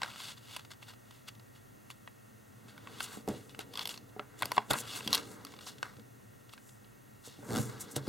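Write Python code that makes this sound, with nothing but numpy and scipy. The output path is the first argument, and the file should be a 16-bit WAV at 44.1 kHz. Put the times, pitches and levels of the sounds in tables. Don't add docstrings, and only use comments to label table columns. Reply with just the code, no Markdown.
import sys
import numpy as np
from scipy import signal
from scipy.fft import rfft, irfft, next_fast_len
from scipy.io import wavfile
from scipy.ndimage import uniform_filter1d

SR = 44100
rng = np.random.default_rng(int(sys.argv[2]) if len(sys.argv) > 2 else 0)


def volts(x):
    e = np.asarray(x, float) / 20
    return 10 ** e


def wrap_up_sound(samples):
    columns = np.atleast_2d(samples).T
    tamed = np.clip(columns, -1, 1)
    steps = np.round(tamed * 32767).astype(np.int16)
    wavfile.write(sys.argv[1], SR, steps)


N = 356636
T = np.arange(N) / SR

# start in seconds, crack level in dB, crack pitch in Hz,
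# panel ring in Hz, ring over crack in dB.
CRISP = [(.0605, -47.5, 4100, 1400, 12), (.5641, -29.5, 3360, 1000, -1), (.5676, -33, 2890, 1670, -2),
         (1.2832, -41, 3550, 2100, -4), (1.2862, -40, 3440, 2090, -2), (1.9026, -40, 3000, 1280, 5.5),
         (2.7786, -47.5, 3940, 1510, 8), (3.0055, -32.5, 3300, 1500, 8.5), (3.2765, -38, 2750, 711, -6),
         (3.5915, -31.5, 2950, 820, -2), (4.4224, -24.5, 3500, 1110, 5.5), (4.4513, -44, 4840, 770, -9),
         (4.4560, -25, 5040, 533, -3), (4.5183, -23.5, 4670, 1000, 6.5), (4.5654, -38, 4400, 1090, 5),
         (4.7025, -41, 4710, 1040, 4), (4.7064, -27, 4600, 900, 7), (4.7099, -18, 3640, 840, 1),
         (4.7336, -21.5, 4530, 900, -6), (4.786, -31, 3160, 996, -5), (5.4498, -31.5, 4730, 1280, -8),
         (6.5353, -42.5, 2830, 1270, 2), (7.9603, -35, 4400, 2100, -2), (7.9636, -27.5, 3380, 700, -5),
         (8.070, -44, 5040, 600, -9), (8.0785, -38.5, 4670, 700, -6)]
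CRISP_TICK_DB, CRISP_TOP_HZ, CRISP_TEAR_S = -1.5, 12700, 0.016
# start in seconds, crack level in dB, crack pitch in Hz,
# panel ring in Hz, ring over crack in dB.
DULL = [(.0183, -28, 3600, 1040, 3.5), (.0227, -39, 2740, 969, 0), (.0288, -44, 2800, 1330, 3),
        (.0327, -23.5, 4040, 1560, 4), (.0445, -38, 3270, 970, 4), (.8273, -42, 2740, 2080, 2),
        (2.0756, -42, 2900, 1950, 7), (2.8727, -39.5, 2870, 1110, 7.5), (3.5476, -43, 3000, 1490, 7),
        (4.1953, -41, 3550, 1320, 18.5), (4.4115, -51, 3250, 900, 10), (4.4265, -45, 3670, 1190, 16),
        (4.4304, -32.5, 3500, 1500, 14), (4.5095, -50, 3500, 1000, 10), (4.5691, -43, 3750, 1100, 17),
        (4.5798, -25, 3470, 1094, 15), (4.5902, -46, 2790, 755, 8), (4.738, -36.5, 3900, 1090, 13),
        (4.7425, -33, 2700, 1300, 7), (4.7568, -41, 2680, 1160, 12), (5.0066, -38, 2900, 1005, 5.5),
        (5.5385, -45.5, 3450, 1090, 4), (5.5894, -39.5, 2820, 1080, -4), (5.829, -27.5, 4500, 1510, 8.5),
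        (6.5782, -41, 2900, 1590, -1)]
DULL_TICK_DB, DULL_TOP_HZ, DULL_TEAR_S = -14, 8400, 0.022
# start in seconds, crack level in dB, crack pitch in Hz,
# tick over crack in dB.
CRACKLE = [(0.0959, -44, 3640, -15), (0.1023, -42, 2900, -17), (0.1129, -43, 2730, -15),
           (0.1356, -42, 2900, -16), (0.198, -42, 3000, -14), (0.2027, -34, 3324, -13),
           (0.4514, -66, 3450, -13), (0.498, -51, 3310, -17), (0.5104, -42, 2890, -16),
           (3.7365, -38, 4030, -6), (3.7392, -36, 3440, -4), (3.7553, -30.5, 3500, -17),
           (3.774, -26.5, 3430, -6), (3.7931, -23, 3470, -14), (3.8104, -29.5, 3470, -13),
           (3.8157, -31, 3530, -13), (3.8551, -26.5, 3450, -5.5), (3.8738, -27.5, 3470, -2.5),
           (3.892, -29.5, 3360, -3), (3.9409, -34.5, 3460, -13), (3.9613, -44, 4170, -16),
           (3.9761, -36, 4560, -9), (4.8758, -40, 3500, -10), (4.9606, -39, 3330, -5),
           (5.076, -19, 3360, -8.5), (5.1063, -34, 3360, -1), (5.1294, -12.5, 4400, -7),
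           (5.1353, -22, 4200, 1), (5.1418, -17, 3280, -15), (5.1473, -15.5, 4040, -3),
           (5.151, -23.5, 4300, 4.5), (5.1529, -17.5, 3310, -10), (5.1779, -24, 4560, -14),
           (5.667, -37, 4870, -26), (6.8456, -52, 3370, -15)]
CREASE_HZ = 1110
CREASE_RING_DB, CREASE_RING_SLOPE = -3.5, -0.3
HUSH_DB = -5.5
CREASE_TEAR_S, CREASE_TEAR_SLOPE = 0.027, -0.27
BREAK = 8.5

JUDDER_S, STICK_S, STICK_SWELL_S, STICK_SKEW = 7.4894, 0.0074, 0.0021, 1.34
SLIP_DB, SLIP_GROWTH_DB, ROCK_DB, SLIPS_PER_ROCK = -38, 12.5, 2.5, 3.05
SLIP_RING_HZ, SLIP_RING_T60_S, SLIP_RING_DB = 1460, 0.012, -10

# time full level is reached in seconds, rise before it and fall
# after the hold over 20 dB in seconds, level in dB, hold in seconds.
SLIDES = [
    (.03, 0.055, 0.091, -53, 0.086),
    (.205, 0.14, 0.039, -46.5, 0.11),
    (3.074, .1, 0.073, -54.5, 0.089),
    (3.293, .023, 0.12, -56, 0.067),
    (4.394, 0.032, .1, -56.5, 0.12),
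    (4.73, .03, .3, -50.5, 0.072),
    (4.903, 0.11, 0.054, -44, 0.075),
    (5.001, .05, .1, -50.5, 0.081),
    (7.62, .05, 0.12, -60, 0.28),
]
# peak time, rise and fall over 20 dB in seconds, level in
# dB.
STROKES = [(.549, 0.15, 0.084, -48), (.887, 0.032, 0.055, -50.5), (1.156, 0.18, 0.11, -62.5),
           (2.688, 0.019, 0.084, -56.5), (2.986, 0.28, .1, -54.5), (3.041, 0.078, 0.1, -45),
           (3.792, 0.077, .2, -50.5), (3.832, 0.11, 0.019, -44.5), (3.905, 0.038, 0.076, -45.5),
           (4.565, 0.21, 0.11, -53), (5.158, 0.092, 0.074, -38), (5.227, .05, 0.22, -55),
           (5.525, 0.3, 0.12, -59.5), (5.841, 0.036, 0.15, -57.5), (7.249, .015, 0.2, -53.5),
           (7.571, 0.095, 0.081, -44.5), (8.087, 0.11, .1, -51.5)]
# peak time and fall over 20 dB in seconds, level in dB.
DABS = [(.379, 0.027, -52), (0.716, 0.022, -49), (0.828, 0.035, -52), (1.288, 0.012, -42),
        (1.557, .055, -60.5), (1.912, 0.015, -47.5), (3.004, 0.061, -42), (3.501, 0.081, -58),
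        (3.606, 0.032, -45.5), (4.098, .02, -62.5), (4.707, 0.062, -40), (5.611, 0.22, -54.5),
        (5.673, 0.065, -43), (6.534, 0.021, -50.5), (7.965, 0.033, -42)]
DAB_RISE_S = 0.018
# peak time, rise and fall over 20 dB in seconds, level in dB.
SKIMS = [(.22, 0.14, 0.35, -64), (1.913, 0.016, 0.0094, -49), (3.041, 0.059, .036, -39.5),
         (3.15, 0.18, 0.08, -49), (3.2875, .002, 0.0069, -35.5), (3.293, 0.025, 0.36, -56),
         (3.911, 0.064, 0.063, -45), (4.394, 0.033, 0.3, -53), (4.565, .075, 0.027, -47),
         (4.707, 0.007, 0.021, -27.5), (4.805, 0.091, 0.02, -35), (4.967, 0.056, 0.069, -40.5),
         (5.05, 0.08, 0.22, -50.5), (5.32, 0.27, 0.099, -53.5), (5.682, 0.072, 0.052, -47.5),
         (6.69, 0.15, 0.13, -58.5), (7.261, 0.038, 0.066, -49.5), (7.6, 0.16, 0.14, -40),
         (7.81, 0.015, 0.031, -34), (7.922, 0.022, .025, -44), (7.964, .008, 0.019, -34)]
# peak time, rise and fall over 20 dB in seconds, level in dB.
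FLAPS = [(.032, 0.037, 0.2, -46.5), (.887, 0.018, 0.062, -53), (2.688, 0.032, 0.18, -59.5),
         (2.869, 0.1, 0.48, -57), (3.15, 0.53, 0.095, -52.5), (3.293, 0.026, 0.19, -54.5),
         (3.608, 0.033, 0.049, -49.5), (3.792, 0.039, 0.069, -46.5), (4.204, 0.025, 0.089, -51.5),
         (4.423, 0.058, 0.32, -50.5), (4.614, 0.55, 0.082, -52.5), (4.707, 0.0049, 0.094, -30.5),
         (4.863, 0.35, 0.097, -51), (4.967, 0.057, 0.17, -49), (5.158, 0.11, 0.12, -42.5),
         (5.381, 1, 0.49, -57), (5.841, 0.012, 0.095, -45.5), (7.435, .01, .3, -55),
         (7.56, 0.11, 0.12, -41), (7.62, .05, 0.77, -51.5), (7.964, 0.017, 0.095, -46.5),
         (8.087, 0.036, 0.11, -41.5)]
SLIDE_FIZZ_DB, SLIDE_FLUTTER_DB = -5.5, -7.5
# frequency in Hz, level in dB per Hz.
RUB_BODY = [(1300, -33), (2500, -3.5), (2870, 0), (3450, 0.5), (4000, -4.5), (4560, -3), (5400, -9.5),
            (10500, -27)]
# frequency in Hz, level in dB per Hz.
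FIZZ = [(3600, -22), (6200, -3.5), (7500, 0), (10000, -4.5), (14000, -10.5), (16200, -15)]
# frequency in Hz, level in dB per Hz.
FLUTTER = [(250, -11), (600, -4.5), (1100, 3), (1600, 3.5), (2300, -4.5), (4000, -40)]
PINNED_S, PINNED_RISE = 5.2, 1.205
# pitch in Hz, ring t60 in seconds.
SHEET = [(2870, 0.015), (3450, .014), (3900, .008), (4500, 0.0095)]
PLUCKS_PER_S, PLUCK_SPREAD_DB, PLUCK_SHARE = 260, 4, 0.71
# start in seconds, level in dB.
SCUFFS = [(0.1593, -40), (0.4753, -57), (0.594, -40), (0.6492, -42.5), (0.7056, -43.5), (0.735, -45),
          (0.9355, -45), (1.1091, -43), (1.3513, -50.5), (1.3962, -48), (2.6836, -50), (3.2866, -40),
          (3.494, -45.5), (3.908, -36), (5.468, -41.5), (5.5206, -43), (5.5647, -47), (5.6092, -43.5),
          (5.783, -44), (5.967, -49.5), (5.9953, -50), (6.4935, -47), (6.6916, -48.5), (7.241, -57),
          (7.297, -51)]

# start in seconds, level in dB, hardness in dB per octave.
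KNOCKS = [(3.171, -33, 8), (3.2755, -23.5, 10), (3.588, -35.5, 3), (4.162, -33.5, 3.5), (4.1925, -29, 19),
          (4.421, -43, -24), (4.575, -25.5, 4), (4.704, -26.5, -4), (5.062, -31.5, -10), (5.984, -41.5, -1),
          (7.273, -38.5, 1), (7.388, -38.5, -5.5), (7.427, -42, 15), (7.963, -21, -1), (8.075, -23.5, 2)]
# start in seconds, level in dB, hardness in dB per octave.
LANDING = (7.591, -25, -13)
# pitch in Hz, level in dB, ring t60 in seconds.
TABLE = [(120.1, -10.5, 0.66), (137.6, -4, 0.25), (217.7, -0.5, 0.2), (282.5, 2.5, 0.094),
         (341, -1.5, 0.052), (421, 2, 0.086), (462, -2, 0.057), (585, -9.5, 0.057), (743, -7.5, 0.048),
         (797, -39, 0.18)]
# peak time, rise and fall over 20 dB in seconds, level in dB.
PRESSES = [(2.9, 0.55, 3.4, -48.5), (3.284, 0.0067, 0.084, -21.5), (3.33, 0.046, .1, -32),
           (3.75, 1, 1.1, -48), (4.43, 0.061, 0.21, -39), (4.71, 0.034, 0.22, -33.5),
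           (5.05, 0.65, .3, -42.5), (5.08, .065, 0.55, -36.5), (5.3, .3, 1.1, -44.5), (5.8, .3, 4, -62),
           (7.51, 0.031, 0.24, -27), (7.58, 0.14, .06, -25.5), (7.7, .1, 1.2, -43), (7.98, 0.13, 0.2, -37),
           (8.09, 0.034, .1, -27.5)]

# start in seconds, level in dB.
PUFFS = [
    (3.02, -47),
    (3.27, -47),
    (4.19, -56),
    (4.703, -32),
    (5.12, -44),
    (7.96, -41),
]
PUFF_HZ, PUFF_T60_S, PUFF_RIGHT = 42, 0.11, -0.5

# frequency in Hz, level in dB.
SPREAD = [(60, -4), (120, -5.5), (700, 0), (2400, -4), (4400, -25), (6500, -28), (8500, -1), (15000, 1)]
# frequency in Hz, t60 in seconds.
ROOM = [(100, 0.14), (500, 0.25), (1500, 0.17), (4000, 0.18), (12000, 0.13)]
# frequency in Hz, level in dB per Hz.
HUM = [(30, -51), (47, -9.5), (65, -27), (114, 2), (170, -16.5), (205, -8), (350, -18.5)]
# frequency in Hz, level in dB per Hz.
FUZZ = [(930, -25), (1400, -23.5), (2750, -27), (3500, -31), (5500, -34.5), (6250, -29), (7200, -32),
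        (15200, -33.5)]
# frequency in Hz, level in dB per Hz.
APART = [(25, -11), (146, 3.5), (651, -3.5), (1880, -12.5), (3320, -26.5), (4240, -75), (8600, -40),
         (14000, -27.5)]
FLOOR_DB, APART_DB = -59, -60
# pitch in Hz, level in dB rms.
WHINE = [(1362, -79), (1385, -87), (1812.7, -78.5), (1862.7, -78.5), (1912.7, -78), (2723, -86)]
# centre in Hz, width in Hz, gain in dB.
NOTCHES = [(1780, 140, -25), (2397, 220, -33), (3080, 175, -13)]


def evened(x):
    return x / np.sqrt(np.mean(x ** 2) + 1e-20)


def read(points, hz):
    f, value = np.transpose(points)
    return np.interp(np.log(hz + 1), np.log(f + 1), value)


def colour(x, points):
    size = next_fast_len(len(x))
    gain = volts(read(points, np.fft.rfftfreq(size, 1 / SR)))
    return irfft(rfft(x, size) * gain, size)[:len(x)]


def filtered(x, order, hz, kind):
    return signal.sosfilt(signal.butter(order, hz, kind, fs=SR, output="sos"), x)


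def add(mix, s, sound):
    part = mix[..., round(s * SR):][..., :sound.shape[-1]]
    part += sound[..., :part.shape[-1]]


def drift(seconds):
    size = max(round(seconds * SR), 2)
    once = uniform_filter1d(rng.standard_normal(N), size)
    return evened(uniform_filter1d(once, size))


def ring(t, hz, t60):
    return np.sin(2 * np.pi * hz * t) * volts(-60 * t / t60)


def gestures(rows):
    t = T[::32]
    level = np.full(len(t), -120.)
    for s, rise, fall, db, *hold in rows:
        before = (s - t) / max(rise, 0.002)
        after = (t - s - sum(hold)) / max(fall, 0.002)
        away = np.maximum(before, after)
        level = np.maximum(level, db - 20 * np.maximum(away, 0))
    return np.interp(T, t, level)


def buckles():
    rows = [(*row, CRISP_TICK_DB, CRISP_TOP_HZ, CRISP_TEAR_S) for row in CRISP]
    rows += [(*row, DULL_TICK_DB, DULL_TOP_HZ, DULL_TEAR_S) for row in DULL]
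    for s, db, hz, tick_db in CRACKLE:
        ring_db = min(CREASE_RING_DB + CREASE_RING_SLOPE * (db + 33), HUSH_DB)
        tear = CREASE_TEAR_S * volts(CREASE_TEAR_SLOPE * (db + 32))
        rows.append((s, db, hz, CREASE_HZ, ring_db, tick_db, CRISP_TOP_HZ, tear))
    return sorted(rows)


def judder(count=12):
    k = np.arange(count)
    stick = STICK_S + STICK_SWELL_S * np.sin(np.pi * ((k + 0.5) / (count - 1)) ** STICK_SKEW)
    rock = ROCK_DB * np.cos(2 * np.pi * (k - 1) / SLIPS_PER_ROCK)
    db = SLIP_DB + SLIP_GROWTH_DB * k / count + rock
    return np.c_[JUDDER_S + np.cumsum(stick) - stick, db]


def snaps():
    out, t = np.zeros(N), np.arange(4096) / SR
    for s, db, crack_hz, hz, ring_db, tick_db, top_hz, tear in buckles():
        tearing = volts(-60 * t / 0.0075) + 0.5 * volts(-60 * (t / max(tear, 0.003)) ** 1.23)
        burst = rng.standard_normal(len(t)) * tearing
        tick = filtered(burst + 3 * (t == 0), 3, [5600, top_hz], "band")
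        burst[:2] += [BREAK, -0.4 * BREAK]
        crack = filtered(burst, 2, [0.84 * crack_hz, 1.35 * crack_hz], "band")
        crack += 0.1 * signal.oaconvolve(burst, ring(t[:400], crack_hz, 0.0072))[:len(t)]
        panel = ring(t, hz, 0.02) + 0.21 * ring(t, hz * 0.92, 0.035)
        panel += 0.31 * ring(t, hz * (0.36 + 0.065 * rng.random()), 0.013)
        panel = signal.oaconvolve(panel, burst[:90])[:len(t)]
        panel += 18 * filtered(burst, 3, [450, 2750], "band")
        sound = volts(db) * crack / abs(crack).max()
        sound += volts(db + tick_db) * tick / abs(tick).max()
        sound -= volts(db + ring_db) * panel / abs(panel).max()
        add(out, s, sound)
    for s, db in judder():
        add(out, s + 0.0031, volts(db + SLIP_RING_DB) * ring(t, SLIP_RING_HZ, SLIP_RING_T60_S))
    return out


def grit(per_s, spread_db, smooth):
    clicks = rng.standard_normal(N) * volts(spread_db * np.minimum(rng.exponential(1, N), 4))
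    clicks *= rng.random(N) < per_s / SR
    waver = volts(1.6 * drift(0.004))
    return waver * (evened(clicks) + smooth * rng.standard_normal(N))


def plucks():
    t, out = np.arange(800) / SR, np.zeros(N)
    for hz, t60 in SHEET:
        size = volts(PLUCK_SPREAD_DB * np.minimum(rng.exponential(1, N), 3))
        size *= rng.random(N) < PLUCKS_PER_S / SR
        panel = ring(t, hz, t60) * np.minimum(t / 0.00073, 1)
        out += signal.oaconvolve(size, panel)[:N]
    return evened(out)


def sticking():
    at = judder()[:, 0]
    since = T - at[np.maximum(np.searchsorted(at, T) - 1, 0)]
    stuck = 1 / (1 + np.exp(np.clip((0.005 - since) / 0.00095, -30, 30)))
    return np.where((T > at[0]) & (T < at[-1] + 0.006), volts(6.5 - 16 * stuck), 1)


def rub():
    dabs = [(s, DAB_RISE_S, fall, db) for s, fall, db in DABS]
    rub_db = gestures(SLIDES + STROKES + dabs)
    fizz_db = np.maximum(rub_db + SLIDE_FIZZ_DB, gestures(SKIMS))
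    flutter_db = np.maximum(rub_db + SLIDE_FLUTTER_DB, gestures(FLAPS))
    slips = grit(2500, 1.44, 1.45)
    loose = evened(colour(slips, RUB_BODY))
    pinned = evened(colour(slips, np.multiply(RUB_BODY, [PINNED_RISE, 1])))
    sheet = np.where(T < PINNED_S, loose, pinned) + PLUCK_SHARE * plucks()
    body = volts(rub_db) * sheet / np.hypot(1, PLUCK_SHARE)
    fizz = volts(fizz_db - 2.6) * evened(colour(0.5 * slips + grit(4000, 3.6, 1.1), FIZZ))
    flutter = volts(flutter_db + 0.5) * evened(colour(slips + 0.48 * grit(600, 6.9, 1.0), FLUTTER))
    return volts(-1.43) * (body + fizz + flutter) * sticking()


def scuffs():
    drive, t = np.zeros(N), np.arange(2048) / SR
    for s, db in SCUFFS:
        add(drive, s, volts(db + 4.0 - 60 * t / 0.026) * rng.standard_normal(len(t)))
    return colour(drive, RUB_BODY) + volts(-16) * colour(drive, FIZZ) + volts(-3.5) * colour(drive, FLUTTER)


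def table():
    t, out = np.arange(SR // 4) / SR, np.zeros(N)
    modes = [volts(db) * ring(t, hz, t60) for hz, db, t60 in TABLE]
    octaves = np.log2(np.transpose(TABLE)[0] / TABLE[0][0])
    slips = [(s, db, -2.0) for s, db in judder()]
    hits = list(KNOCKS) + [LANDING] + slips
    spots = rng.uniform(-3.5, 1, (len(hits), len(modes)))
    spots[len(KNOCKS)] = 0
    for (s, db, hard_db), spot in zip(hits, spots):
        sound = volts(hard_db * octaves + 5 * spot) @ modes
        add(out, s + 0.00225, volts(db) * sound / abs(sound).max())
    damped = sum(modes) * volts(-60 * t / 0.11)
    load = volts(gestures(PRESSES) - 8.0) * rng.standard_normal(N)
    return out + signal.oaconvolve(load, damped)[:N] / np.linalg.norm(damped)


def puffs():
    out, t = np.zeros(N), np.arange(SR // 4) / SR
    for s, db in PUFFS:
        add(out, s, volts(db) * ring(t, PUFF_HZ, PUFF_T60_S) * np.minimum(t / 0.0089, 1))
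    return np.array([out, PUFF_RIGHT * out])


def ports(x):
    shifted = signal.hilbert(colour(x, SPREAD), next_fast_len(N))[:N].imag
    apart = shifted * drift(0.0096)
    return volts(-5.5) * np.array([apart, -apart])


def room(x):
    taps = np.zeros((2, SR // 2))
    at = np.arange(150, SR // 2 - 20, 20)
    at = at + rng.integers(0, 20, (2, len(at)))
    np.put_along_axis(taps, at, rng.choice([-1., 1.], at.shape), 1)
    taps[1] = 1.2 * taps[0] + 0.18 * taps[1]
    hz, t, z = signal.stft(taps, SR, nperseg=256)
    decay = volts(-60 * t / read(ROOM, hz)[:, None])
    tail = signal.istft(z * decay, SR, nperseg=256)[1]
    return signal.fftconvolve(x[None], tail / np.linalg.norm(tail[0]), axes=1)[:, :N]


def camera():
    floor = volts(FLOOR_DB) * evened(colour(rng.standard_normal(N), HUM + FUZZ))
    hum = signal.sosfiltfilt(signal.butter(2, 500, fs=SR, output="sos"), floor)
    alike = floor + (volts(1.36 * drift(0.15)) - 1) * hum
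    opposite = volts(APART_DB + 0.71 * drift(0.046)) * evened(colour(rng.standard_normal(N), APART))
    return np.array([alike + opposite, alike - opposite])


def whine():
    out = np.zeros(N)
    for hz, db in WHINE:
        level = volts(db + 1.5 + 0.5 * drift(0.026))
        out += level * np.sin(2 * np.pi * (hz * T + rng.random()))
    return out


def scene():
    paper = filtered(snaps() + rub() + scuffs(), 2, 300, "high")
    board = filtered(table(), 3, 106, "high")
    near = paper * volts([[0.6], [-0.6]]) + board * volts([[-0.4], [0.4]])
    both = paper + board
    return near + ports(both) + volts(-20.0) * room(both) + camera() + puffs()


def band_limit(x):
    return signal.sosfilt(signal.butter(12, 16680, fs=SR, output="sos"), x)


def record(dry):
    for hz, width, db in NOTCHES:
        cut = signal.lfilter(*signal.iirpeak(hz, hz / width, SR), dry)
        dry = dry - (1 - volts(db)) * cut
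    edge = signal.firwin(511, 16050, window=("kaiser", 9), fs=SR)
    mix = signal.oaconvolve(dry + whine(), edge[None], "same")
    return band_limit(mix)


dry = scene()
out = record(dry)
wrap_up_sound(out)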